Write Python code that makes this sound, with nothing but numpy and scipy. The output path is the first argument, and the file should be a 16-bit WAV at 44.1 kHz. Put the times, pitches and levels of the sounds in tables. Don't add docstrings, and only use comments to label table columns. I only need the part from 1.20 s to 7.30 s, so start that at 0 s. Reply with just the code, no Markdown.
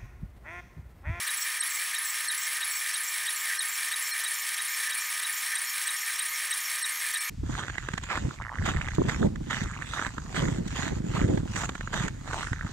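import sys
import numpy as np
from scipy import signal
from scipy.fft import rfft, irfft, next_fast_len
from scipy.io import wavfile
from scipy.ndimage import uniform_filter1d

SR = 44100
rng = np.random.default_rng(int(sys.argv[2]) if len(sys.argv) > 2 else 0)


def unload_wav(signal):
    wavfile.write(
        sys.argv[1],
        SR,
        np.round(np.clip(np.atleast_2d(signal).T, -1, 1) * 32767).astype(np.int16),
    )


N = 268877
TIME_S = np.arange(N) / SR


def from_db(db):
    return 10 ** (np.asarray(db) / 20)


def unit_rms(x):
    return x / np.sqrt(np.mean(x ** 2) + 1e-20)


def drift(rate_hz):
    pole = np.exp(-8 * np.pi * abs(rate_hz) / SR)
    slow = signal.lfilter([1], [1, -2 * pole, pole * pole], rng.standard_normal(N // 4 + 8002))[8000:]
    limited = unit_rms(np.tanh(unit_rms(slow) / 2))
    return np.interp(np.arange(N) / 4, np.arange(len(slow)), limited)


def coloured(x, spectrum):
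    hz, db = np.transpose(spectrum)
    size = next_fast_len(N, real=True)
    bins_hz = np.maximum(np.fft.rfftfreq(size, 1 / SR), 1)
    gain = from_db(np.interp(np.log(bins_hz), np.log(hz), db))
    return unit_rms(irfft(rfft(x, size) * gain, size)[:N])


def resonate(x, modes):
    ringing = 0
    for k, (hz, width_hz, db) in enumerate(modes):
        radius = np.exp(-np.pi * width_hz / SR)
        feedback = [1, -2 * radius * np.cos(2 * np.pi * hz / SR), radius ** 2]
        ringing += (-1) ** k * from_db(db) * (1 - radius ** 2) * signal.lfilter([1, 0, -1], feedback, x)
    edges_hz = [modes[0][0] * .8, min(modes[-1][0] * 1.3, SR * .45)]
    return unit_rms(signal.sosfilt(signal.butter(4, edges_hz, "band", fs=SR, output="sos"), ringing))


def tone(hz, width_hz):
    wander_hz = width_hz * drift(2 * abs(width_hz) + 1) / 2
    return np.sqrt(2) * np.sin(2 * np.pi * np.cumsum(hz + wander_hz) / SR)


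def rough_tone(hz, width_hz):
    phase = 2 * np.pi * np.cumsum(hz + np.zeros(N)) / SR
    return drift(width_hz) * np.sin(phase) + drift(width_hz) * np.cos(phase)


def warble(hz, width_hz, blur_db):
    return unit_rms(rough_tone(hz, width_hz) + from_db(blur_db) * rough_tone(hz, 3 * width_hz))


def during(clock_s, start_s, end_s, ramp_s=.0013):
    return np.clip(np.minimum(clock_s - start_s, end_s - clock_s) / ramp_s + .5, 0, 1)


def swells_db(rows):
    return sum(db * np.exp(-2 * ((TIME_S - at_s) / length_s) ** 2) for at_s, length_s, db in rows)


# (squeak time [s], relative squeak level [dB], relative hop level [dB], wait after squeak [s])
LAPS = [(0.096, -31.5, -28.5, 0.0026), (0.428, -32, -24.5, 0), (0.766, -30, -34, 0.011),
        (1.105, -32, -26.5, 0), (1.434, -29, -31.5, 0.0042), (1.762, -29.5, -25.5, 0.00055),
        (2.087, -31.5, -29, 0.00095), (2.413, -28, -25, 0), (2.741, -31.5, -26, 0.011),
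        (3.066, -29, -28, 0.0034), (3.399, -32, -33, 0.0087), (3.726, -31.5, -34, 0.012),
        (4.052, -30.5, -29.5, 0.003), (4.375, -32, -26.5, 0.00051), (4.694, -29.5, -27.5, 0.00051),
        (5.012, -29.5, -26.5, 0.00039), (5.332, -30.5, -24, 0), (5.648, -27.5, -26.5, 0.0013),
        (5.964, -29, -24.5, 0)]
def laps(lead_s=.054, first_step_hz=15000, slowing_hz=579, laps_per_speed=4):
    rows = np.array(LAPS)
    lap = np.maximum(np.searchsorted(rows[:, 0] - lead_s, TIME_S) - 1, 0)
    squeak_s, squeak_db, hop_db, wait_s = rows[lap].T
    clock_s = TIME_S - squeak_s
    travel_s = clock_s - np.clip(clock_s, 0, np.maximum(wait_s, 0))
    step_hz = first_step_hz - slowing_hz * (np.maximum(lap - 1, 0) // laps_per_speed)
    return clock_s, travel_s, step_hz, hop_db, squeak_db


# (start from squeak [s], low rattle gain [dB], high rattle gain [dB], fizz gain [dB], belt gain [dB])
MOVES = [(-.047, -2.5, -6, -4, 5.5), (-.031, -1, -2, 4, -2), (-.012, -.5, -7, -4.5, 4.5),
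         (.005, -2.5, -3, 2, 2.5), (.068, -4, -3.5, -2, 4.5), (.102, -5, -2, -2, 6),
         (.163, -2.14, -1.5, 4, 5)]
def move_gains(travel_s):
    rows = np.array(MOVES)
    move = np.searchsorted(np.sort(rows[:, 0]), travel_s) - 1
    return uniform_filter1d(from_db(rows[move, 1:]), size=180, axis=0).T


# (frequency [Hz], relative density [dB])
AIR_SPECTRUM = [(25, -24.5), (100, -27), (350, -24.5), (450, -21.5), (620, -20.5), (820, -8.5), (980, -9),
                (1110, 3), (1420, -1), (2700, -0.5), (5000, -8.5), (8000, -8.5), (12500, -7),
                (16000, -14.5)]
def fan_air(level_db=-41.5):
    return from_db(level_db) * coloured(rng.standard_normal(N), AIR_SPECTRUM)


# (frequency [Hz], level [dB], width [Hz])
FAN_TONES = [(622, -75, 10), (960, -59.7, 1), (1238, -50.8, 1.5), (1336, -68, 2), (2109, -58, 5),
             (2880, -62, 2), (3232, -62, 4), (3714, -63, 5), (4943, -66, 6), (5050, -69, 8)]
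def fan_hum():
    return sum(from_db(db) * tone(hz, width_hz) for hz, db, width_hz in FAN_TONES)


def driver_whistle():
    pitch_hz = 11145 + 18 * drift(35)
    return from_db(-50.5 + 2 * drift(25)) * tone(pitch_hz, width_hz=5.7)


# (frequency [Hz], relative density [dB])
FIZZ_SPECTRUM = [(1000, -16.5), (2600, -5.5), (3400, -2.5), (4500, -2.5), (5000, -8), (6900, -10.5),
                 (8400, 1.5), (9400, -2), (11000, 3), (11350, -6), (12200, -13.5), (15800, -5.5)]
# (frequency [Hz], width [Hz], relative level [dB])
HOUSING_MODES = [(7380, 220, -3.5), (8660, 320, 1), (10100, 480, -5), (10900, 510, -5), (11700, 180, -2),
                 (12730, 190, -3.5), (13750, 250, -17), (15200, 220, -10)]
def step_fizz(ticks_per_s=2600, spread_db=.5, clump_db=2, hiss_db=-3):
    sizes = from_db(spread_db * np.minimum(rng.exponential(1, N), 4)) * rng.choice([-1, 1], N)
    ticks = unit_rms(sizes * (rng.random(N) < ticks_per_s / SR))
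    clumps = from_db(clump_db * drift(130))
    hiss = from_db(hiss_db) * rng.standard_normal(N)
    direct = coloured(clumps * (ticks + hiss), FIZZ_SPECTRUM)
    ringing = resonate(clumps * rng.standard_normal(N), HOUSING_MODES)
    return from_db(-38) * direct + from_db(-47) * ringing


# (frequency [Hz], width [Hz], relative level [dB])
LOW_FRAME_MODES = [(1559, 81, -2.5), (1789, 84, 6.5), (1970, 87, 1.5)]
HIGH_FRAME_MODES = [(2117, 92, -0.5), (2212, 70, 1.1), (2356, 99, 1.5)]
# (time [s], length [s], rise [dB])
HARD_RATTLES = [(.10, .04, 3), (.63, 0.047, 5), (2.31, 0.076, 5.5), (2.68, .03, 2.5), (3.63, 0.09, 3.5),
                (4.33, .04, 3.5), (4.90, 0.023, 4.5)]
def frame_rattle(low_gain, high_gain, dip, chatter_hz=72.9, high_share=.27):
    rise_db = swells_db(HARD_RATTLES)
    chatter = from_db(drift(46) + tone(chatter_hz, width_hz=14) / np.sqrt(2))
    low = resonate(low_gain * chatter * rng.standard_normal(N), LOW_FRAME_MODES)
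    high = resonate(high_gain * chatter * rng.standard_normal(N), HIGH_FRAME_MODES)
    return from_db(-39 + rise_db) * low + dip * from_db(-43 + high_share * rise_db) * high


# (frequency [Hz], width [Hz], relative level [dB])
BELT_MODES = [(3200, 440, -2), (3490, 340, -5.5), (3870, 410, -10), (5490, 163, 4.5), (6434, 320, 0),
              (7480, 93, 1)]
def belt_buzz(belt_gain, level_db=-43):
    flutter = from_db(2.75 * drift(86))
    return from_db(level_db) * resonate(belt_gain * flutter * rng.standard_normal(N), BELT_MODES)


def belt_song(travel_s, belt_gain):
    snatches = from_db(-54 + 6 * during(travel_s, .112, .146)) * np.maximum(drift(30), 0)
    high = snatches * tone(5540 + 95 * drift(25), width_hz=70)
    low = from_db(-53.5 + 3 * drift(20)) * tone(4330 + 100 * drift(12), width_hz=50)
    return belt_gain * high + during(travel_s, .016, .165) * low


MID_STEP_HZ = 14000
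def way_back(travel_s, step_hz):
    moving = 1 - during(travel_s, -.077, .14)
    level_db = -50 - .003 * (step_hz - MID_STEP_HZ)
    return from_db(level_db) * moving * rough_tone(.66 * step_hz, width_hz=230)


def seam(clock_s, hop_db, squeak_db, dip):
    peep = from_db(-47.5) * during(clock_s, -.04, -.019) * tone(5770, width_hz=39)
    low = from_db(-11) * warble(4200, width_hz=90, blur_db=0)
    octave = tone(8500, width_hz=337) * from_db(3.3 * drift(250))
    hop = from_db(hop_db - 4) * during(clock_s, -.023, -.012, ramp_s=.0039) * (low + octave)
    scratch = from_db(-40) * during(clock_s, -.024, -.006, ramp_s=.005) * rough_tone(3300, width_hz=670)
    squeak_gain = from_db(squeak_db - 2.5 + 1.9 * drift(90))
    squeak = squeak_gain * during(clock_s, -.0059, .0056, ramp_s=.0061) * tone(3822, width_hz=45)
    return peep + hop + dip * scratch + squeak


def short_side(travel_s, step_hz, first_surge_s=.0135, period_s=.033):
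    surge = np.cos(2 * np.pi * (travel_s - first_surge_s) / period_s)
    whine = rough_tone(step_hz * (.685 + .00896 * surge), width_hz=610)
    return from_db(-39 + 6.8 * surge) * during(travel_s, .0054, .075) * whine


def cogging(travel_s):
    glide = tone(2230 + 100 * drift(11), width_hz=4.9)
    return from_db(-47.5 + 3.5 * drift(8.8)) * during(travel_s, .014, .222, ramp_s=.019) * glide


def long_side(travel_s, step_hz, crest_s=.078, period_s=.047):
    swing = np.cos(2 * np.pi * (travel_s - crest_s) / period_s)
    fast = warble(step_hz - 130 * swing + 170 * drift(30), width_hz=180, blur_db=-3)
    slow = warble(step_hz * (.515 + .012 * swing), width_hz=230, blur_db=-1)
    slow_db = -43 + 5.2 * swing + .0043 * (step_hz - MID_STEP_HZ)
    return during(travel_s, .0714, .1604) * (from_db(-41.5) * fast + from_db(slow_db) * slow)


# (time [s], length [s], gain [dB])
NOISE_DIPS = [(.407, .013, -19), (1.091, .013, -19), (2.391, .013, -22), (2.925, .011, -18),
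              (5.635, .013, -19), (5.996, .010, -16)]
def noise_dips():
    return from_db(swells_db(NOISE_DIPS))


# (frequency [Hz], level [dB])
DIP_PARTIALS = [(4210, -40), (5448, -45), (8414, -40), (10734, -48)]
def dip_partials(dip):
    return (1 - dip) * sum(from_db(db + 3.8 * drift(6.2)) * tone(hz, 14) for hz, db in DIP_PARTIALS)


def scene(bass_cut_hz=580):
    clock_s, travel_s, step_hz, hop_db, squeak_db = laps()
    low_gain, high_gain, fizz_gain, belt_gain = move_gains(travel_s)
    dip = noise_dips()
    motors = short_side(travel_s, step_hz) + long_side(travel_s, step_hz) + way_back(travel_s, step_hz)
    noise = motors + fizz_gain * step_fizz() + belt_buzz(belt_gain)
    air = fan_air()
    notes = fan_hum() + driver_whistle() + seam(clock_s, hop_db, squeak_db, dip)
    notes += cogging(travel_s) + belt_song(travel_s, belt_gain) + dip_partials(dip)
    machine = notes + dip * noise + frame_rattle(low_gain, high_gain, dip)
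    highpass = signal.butter(4, bass_cut_hz, "high", fs=SR, output="sos")
    mono = signal.sosfilt(highpass, machine) + dip * air
    return np.array([mono, mono])


def record(dry):
    cutoff_hz = 15700
    return signal.sosfilt(signal.ellip(12, .1, 80, cutoff_hz, fs=SR, output="sos"), dry)


dry = scene()
out = record(dry)
unload_wav(out)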